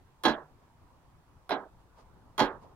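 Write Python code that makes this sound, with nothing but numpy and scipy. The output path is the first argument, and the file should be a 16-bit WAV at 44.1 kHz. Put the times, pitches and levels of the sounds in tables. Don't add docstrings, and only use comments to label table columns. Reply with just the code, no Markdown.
import sys
import numpy as np
from scipy import signal
from scipy.fft import rfft, irfft
from scipy.io import wavfile
from scipy.ndimage import uniform_filter1d

SR = 44100
rng = np.random.default_rng(int(sys.argv[2]) if len(sys.argv) > 2 else 0)


def wrap_up_sound(samples):
    columns = np.atleast_2d(samples).T
    tamed = np.clip(columns, -1, 1)
    steps = np.round(tamed * 32767).astype(np.int16)
    wavfile.write(sys.argv[1], SR, steps)


def rack_gain(trim_db):
    fader = np.asarray(trim_db, float)
    return 10 ** (fader / 20)


N = 121275
RING = 22050
RISE_TURNS = 1.9

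# (pitch_hz, lag_rad)
FAR_PORTS = [
    [(60, 0.72), (240, 0.76), (950, 0.52), (3770, -0.17), (15000, 0.02)],
    [(60, 3), (240, 0), (950, -2.5), (3770, -1.5), (15000, -1.5)],
    [(60, .1), (1000, 0.108), (15000, 0.22)],
]


def evened(x):
    return x / np.sqrt(np.mean(x ** 2) + 1e-20)


def read(points, hz):
    f, value = np.transpose(points)
    return np.interp(np.log(hz + 1), np.log(f + 1), value)


def add(mix, start_s, sound):
    part = mix[:, round(start_s * SR):][:, :sound.shape[1]]
    part += sound[:, :part.shape[1]]


def ports(pair, likeness, balance, lag):
    hz = np.fft.rfftfreq(pair.shape[1], 1 / SR)
    a, b = rfft(pair)
    same = np.clip(read(likeness, hz), -1, 1)
    half = rack_gain(read(balance, hz) / 2)
    right = same * a * np.exp(-1j * read(lag, hz)) + np.sqrt(1 - same ** 2) * b
    return irfft(np.array([a * half, right / half]), pair.shape[1])


def room_tone():
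    # pitch_hz, level_db
    hum = [(12, -27), (20, -1.5), (129, -3), (157, -11.5), (274, -11.5), (581, -18.5), (958, -15.5),
           (2030, -27), (15500, -39.5)]
    # centre_hz, width_hz, height_db
    hum_bump = (980, 450, 3)
    # time_s, level_db
    hum_swell = [(0, 2.5), (1.401, 2.5), (1.75, 1.5), (2.3, 4), (2.601, 5), (2.75, 1)]
    hum_level_db = -60
    frames, hz = N // 256 + 5, np.fft.rfftfreq(1024, 1 / SR)
    a, b, c, d, patches = rng.standard_normal((frames, 513, 5)).T
    patches = evened(uniform_filter1d(uniform_filter1d(patches, 8, 0), 10, 1))
    centre_hz, width_hz, height_db = hum_bump
    colour_db = read(hum, hz) + height_db * np.exp(-((hz - centre_hz) / width_hz) ** 2)
    swell_db = np.interp(np.arange(frames) * 256 / SR, *np.transpose(hum_swell))
    low = 1 / (1 + (hz[:, None] / 2000) ** 2)
    field_db = colour_db[:, None] + (.5 + 1.9 * low) * patches + low * swell_db
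    z = np.array([a + 1j * b, c + 1j * d]) * rack_gain(field_db)
    noise = signal.istft(z, nperseg=1024, noverlap=768)[1][:, :N]
    return rack_gain(hum_level_db) * evened(ports(noise, *FAR_PORTS))


def faces():
    # start_s, level_db
    face_hits = [
        (0.2358, -49.5),
        (0.2548, -51.5),
        (1.4926, -58.5),
        (1.509, -75),
        (2.3792, -50.5),
        (2.397, -53.5),
        (2.4035, -57),
    ]
    fizz_hz, fizz_width_hz, fizz_t60_s = 10600, 1700, 0.18
    sheen_db, sheen_top_hz = -11, 14600
    spike_low_hz, spike_t60_s, spike_db = 4990, 0.022, 9.5
    out, t, hz = np.zeros((2, N)), np.arange(RING) / SR, np.fft.rfftfreq(RING, 1 / SR)
    sheen = rack_gain(sheen_db) * (hz > fizz_hz) * (hz < sheen_top_hz)
    fizz_colour = np.exp(-((hz - fizz_hz) / fizz_width_hz) ** 4) + sheen
    spike_colour = hz ** 2 / (hz ** 2 + spike_low_hz ** 2) * rack_gain(-1.5 * hz / 1000)
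    onset = np.minimum(t / 0.00035, 1)
    for start_s, level_db in face_hits:
        z = rfft(rng.standard_normal((2, RING)))
        fizz = evened(irfft(z * fizz_colour)) * rack_gain(-60 * t / fizz_t60_s)
        spike = evened(irfft(z * spike_colour)) * rack_gain(spike_db - 60 * t / spike_t60_s)
        add(out, start_s, rack_gain(level_db) * onset * (fizz + spike))
    return out


def rings(modes, tilt_db, beat):
    detune, phase_spread = .005, 0.52
    steel_longest_s = .16
    hz, t60, *db = np.transpose(modes)[:, :, None]
    t = np.arange(RING) / SR
    strength_luck, phase_luck, pitch_luck = rng.random((3, 2, len(modes), 1))
    t60 = np.where(hz > 3000, np.minimum(t60, steel_longest_s), t60)
    level_db = db[beat] + tilt_db * np.log2(hz / 1000) + 4.35 * strength_luck[0]
    size = rack_gain(level_db - 60 * t / t60)
    turns = hz * (1 + detune * (pitch_luck - .5)) * t + phase_luck * [[[phase_spread]], [[1]]]
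    rise = np.minimum(t * hz / RISE_TURNS, 1)
    return (size * rise * np.sin(2 * np.pi * turns)).sum(1)


def clatter(tilt_db, dull_hz):
    # pitch_hz, level_db per Hz
    clatter_colour = [(100, -25), (300, -4.5), (950, -7.5), (2500, -22), (3600, -19.5), (6500, -33),
                      (7800, -43), (8500, -57), (15500, -105.5)]
    # pitch_hz, t60_s
    tail_times = [(200, 0.32), (700, 0.39), (1500, 0.43), (2400, .25), (3500, 0.25), (6000, 0.13),
                  (12000, 0.25)]
    crack_db, crack_t60_s = -0.5, .015
    t, hz, out = np.arange(RING) / SR, np.fft.rfftfreq(RING, 1 / SR), 0
    colour = rack_gain(read(clatter_colour, hz) + tilt_db * np.log2(np.clip(hz, 100, 7000) / 1000))
    dulling = np.sqrt(1 + (hz / dull_hz) ** 12)
    z = rfft(rng.standard_normal((2, RING))) * colour * 4.93 / dulling
    crack = rack_gain(crack_db - 60 * t / crack_t60_s)
    for f in 100 * 2 ** np.arange(0, 7.6, .5):
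        band = np.cos(np.pi * np.clip(np.log2(hz / f + 1e-9), -.5, .5)) ** 2
        tail = rack_gain(-60 * t / read(tail_times, f))
        out = out + irfft(z * band) * (tail + crack) * np.minimum(t * f / RISE_TURNS, 1)
    return out


def strikes():
    # start_s, level_db, brightness_db per octave, weight_db into the stand
    contacts = [(0.2364, -30.5, 2.5, -24.5), (.247, -28.5, -2.5, -5.5), (0.2517, -21.5, 2.5, -3.5),
                (0.2598, -22, 0, 4.5), (.282, -33, 4, 5.5), (.294, -33, 1, 8.5),
                (1.4924, -34.5, 0.5, -25.5), (1.5071, -26, 0, -13), (1.517, -27, 0, -1.5),
                (1.526, -39, 0, -20), (2.379, -29, 2, -27), (2.3929, -22.5, 2.5, -12),
                (2.4014, -24.5, 3, 0.5), (2.4076, -24, -2, 4.5), (2.42, -31.5, 3, -0.5)]
    # pitch_hz, t60_s, first_db, second_db, third_db by beat
    iron_frame = [(339.7, .1, 3, -3, -1.5), (383, 0.29, -13.5, -1.5, -4), (472, 0.22, -11.5, -8, -1),
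                  (606.5, .3, -2.5, -10.5, -8.5), (703, 0.2, -6, -12, -10.5), (761, .2, -1, 0.5, -4),
                  (859, 0.21, -3, -5, 3), (1048.7, 0.21, 4, -2.5, 1), (1117, 0.13, -8.5, -11, 1.5),
                  (1262, .15, -7.5, -9.5, -7.5), (1458, 0.15, -6.5, -3, -1), (1613, 0.24, -9.5, -6.5, -12),
                  (1684, .25, -9.5, -9.5, -9.5), (2030, 0.14, -11.5, -14, -12.5)]
    # pitch_hz, t60_s, first_db, second_db, third_db by beat
    steel_arbors = [(2171, .12, -18, -9.5, -14.5), (3260, .12, -14.5, -12.5, -12),
                    (3270, .14, -6, -18, -9.5), (3340, 0.095, -8.5, -16, -11.5),
                    (3580, .1, -21.5, -12.5, -22), (3988, 0.12, -7, -9.5, -15), (4090, .1, -20.5, -13, -19),
                    (4332, .12, -12, -17, -11), (4560, .08, -23, -25, -19.5), (5230, .09, -22, -18, -28),
                    (5443, .09, -19.5, -23, -18.5), (6490, 0.079, -23.5, -41, -22.5)]
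    # pitch_hz, t60_s, first_db, second_db, third_db by beat
    wooden_stand = [(147.5, .12, -9, -9, -6.5), (228, 0.14, 0.5, -3, 0.5), (268.8, 0.11, -5, -4, -10),
                    (285, 0.15, -0.5, -1, 4), (313.1, 0.16, -2.5, -8, -2)]
    beat_splits = [1, 2]
    dull_above = [9000, 5900, 9000]
    stand_rise_s, modes_db, clatter_db = 0.0087, -2.5, -1
    out, t = np.zeros((2, N)), np.arange(RING) / SR
    for start_s, level_db, tilt_db, weight_db in contacts:
        beat = np.searchsorted(beat_splits, start_s)
        stand = rack_gain(weight_db) * rings(wooden_stand, 0, beat) * np.minimum(t / stand_rise_s, 1)
        metal = rings(iron_frame + steel_arbors, tilt_db, beat)
        wheels = rack_gain(clatter_db) * clatter(tilt_db, dull_above[beat])
        add(out, start_s, rack_gain(level_db) * (rack_gain(modes_db) / 2 * (metal + stand) + wheels))
    return out


def knocks():
    # time_s, peak_db, pitch_hz
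    pushes = [(.2535, -17.5, 900), (.2600, -18, 800), (.2655, -19.5, 700), (.2935, -23.5, 500),
              (1.5085, -21.5, 800), (1.517, -23.5, 700), (1.567, -25, 700), (2.3925, -19, 900),
              (2.4022, -17, 850), (2.4085, -19.5, 700), (2.4195, -24, 500), (2.437, -23, 450)]
    decay_turns = 0.68
    t, out = np.arange(N) / SR, 0
    for time_s, peak_db, pitch_hz in pushes:
        turns = np.clip(pitch_hz * (t - time_s) + .5, 0, 30)
        swing = turns * np.exp(-turns / decay_turns) * np.sin(2 * np.pi * turns + 0.85)
        out = out + rack_gain(peak_db) * 3 * swing
    return out


def escapement():
    # (pitch_hz, lag_rad)
    near_ports = [
        [(60, 1), (180, 0.93), (550, 0.97), (1650, .6), (4970, 0.55), (15000, 0.37)],
        [(60, -11.5), (180, -6.5), (550, -4.5), (1400, -6), (2800, -9), (5600, -2), (15000, 2)],
        [(60, .1), (500, 0.14), (1500, 0.61), (3000, 1.84), (15000, 1.3)],
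    ]
    return ports(strikes() + faces() + knocks(), *near_ports)


def gated(x, room):
    # pitch_hz, over_db
    gate_over = [(100, 7), (1000, 9.5), (1800, 14.5), (2700, 26.5), (4500, 28.5), (6000, 14.5), (12000, 4)]
    knee_db, depth_db = 6, -19
    hz, _, z = signal.stft(x, SR, nperseg=512, noverlap=384)
    room_power = abs(signal.stft(room, SR, nperseg=512)[2]) ** 2
    floor = room_power.mean((0, 2))[:, None]
    power = (abs(z) ** 2).mean(0) / floor
    power = uniform_filter1d(uniform_filter1d(power, size=11, axis=0), size=5, axis=1)
    over_db = 10 * np.log10(abs(power) + 1e-9) - read(gate_over, hz)[:, None]
    shut = 1 / (1.5 + np.exp(np.clip(4 * over_db / knee_db, -50, 50)))
    return signal.istft(z * rack_gain(depth_db * shut), SR, nperseg=512, noverlap=384)[1][:, :N]


def sway():
    # time_s, level_db, pitch_hz, half_length_s
    thumps = [
        (.285, -50, 100, .015),
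        (.302, -46, 42, .02),
        (2.04, -51, 38, .015),
        (2.425, -52, 120, .015),
        (2.45, -45, 35, .025),
        (2.49, -54, 180, .04),
        (.45, -60, 150, .04),
        (2.66, -60, 85, .03),
    ]
    t, out = np.arange(N) / SR, 0
    for time_s, level_db, pitch_hz, half_s in thumps:
        swell = rack_gain(level_db) * np.exp(-((t - time_s) / half_s) ** 2)
        out = out + swell * np.cos(2 * np.pi * pitch_hz * (t - time_s))
    return out


def scrapes():
    # time_s, half_length_s, level_db, tilt_db per octave
    brushes = [
        (0.633, 0.017, -63.5, -1),
        (0.927, 0.019, -79, -10),
        (1.748, 0.057, -61.5, -13.5),
        (1.807, 0.028, -68, 2),
        (1.996, 0.031, -57, 2.5),
        (2.633, 0.019, -64, 4),
        (2.654, 0.037, -55, -4.5),
        (2.716, 0.028, -60, -2.5),
    ]
    # pitch_hz, level_db per Hz
    scrape_colour = [(60, -30), (100, -15), (512, -4), (1150, -1.5), (1700, -22.5), (5000, -28),
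                     (11000, -41), (15000, -54)]
    t, hz, out = np.arange(N) / SR, np.fft.rfftfreq(N, 1 / SR), 0
    roughness = evened(uniform_filter1d(rng.standard_normal(N), 90))
    grit = rng.standard_normal((2, N)) * rack_gain(1.4 * roughness)
    for time_s, half_s, level_db, tilt_db in brushes:
        colour = rack_gain(read(scrape_colour, hz) + tilt_db * np.log2(np.clip(hz, 50, 5000) / 1000))
        brush = evened(irfft(rfft(grit) * colour, N))
        out = out + brush * rack_gain(level_db) * np.exp(-((t - time_s) / half_s) ** 2)
    return ports(out, *FAR_PORTS)


def scene():
    room = room_tone()
    return gated(escapement(), room) + scrapes() + sway() + room


def starved(x):
    # pitch_hz, under_db
    left_out = [(5000, -80), (7900, -74), (8300, -58), (8700, -72), (11900, -70), (12400, -60),
                (14500, -57), (16000, -57)]
    edge_hz, loud_db = 15950, -39
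    whim_db, fickle_db = 3, 3
    hz, _, z = signal.stft(x, SR, nperseg=1024, noverlap=512)
    power = (abs(z) ** 2).sum(0)
    whole = power.sum(0)
    luck_db = whim_db * rng.standard_normal((64, 1)) + fickle_db * rng.standard_normal((z.shape[2], 64)).T
    bands = power[:512].reshape(64, 8, -1).mean(1) * 10 ** (luck_db / 10)
    bands = bands.repeat(8, 0)
    under_db = 10 * np.log10(np.vstack([bands, bands[-1:]]) / whole + 1e-12)
    keep = 1 / (1 + np.exp(np.clip(2 * (read(left_out, hz)[:, None] - under_db), -50, 50)))
    loud_treble = (hz[:, None] > 5000) & (whole > rack_gain(2 * loud_db))
    keep = np.where(loud_treble, keep, 1) * (hz[:, None] < edge_hz)
    return signal.istft(z * keep, SR, nperseg=1024, noverlap=512)[1][:, :N]


def roll_off(x):
    return signal.sosfilt(signal.butter(12, 16430, fs=SR, output="sos"), x)


def record(dry):
    mix = starved(dry)
    return roll_off(mix)


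dry = scene()
out = record(dry)
wrap_up_sound(out)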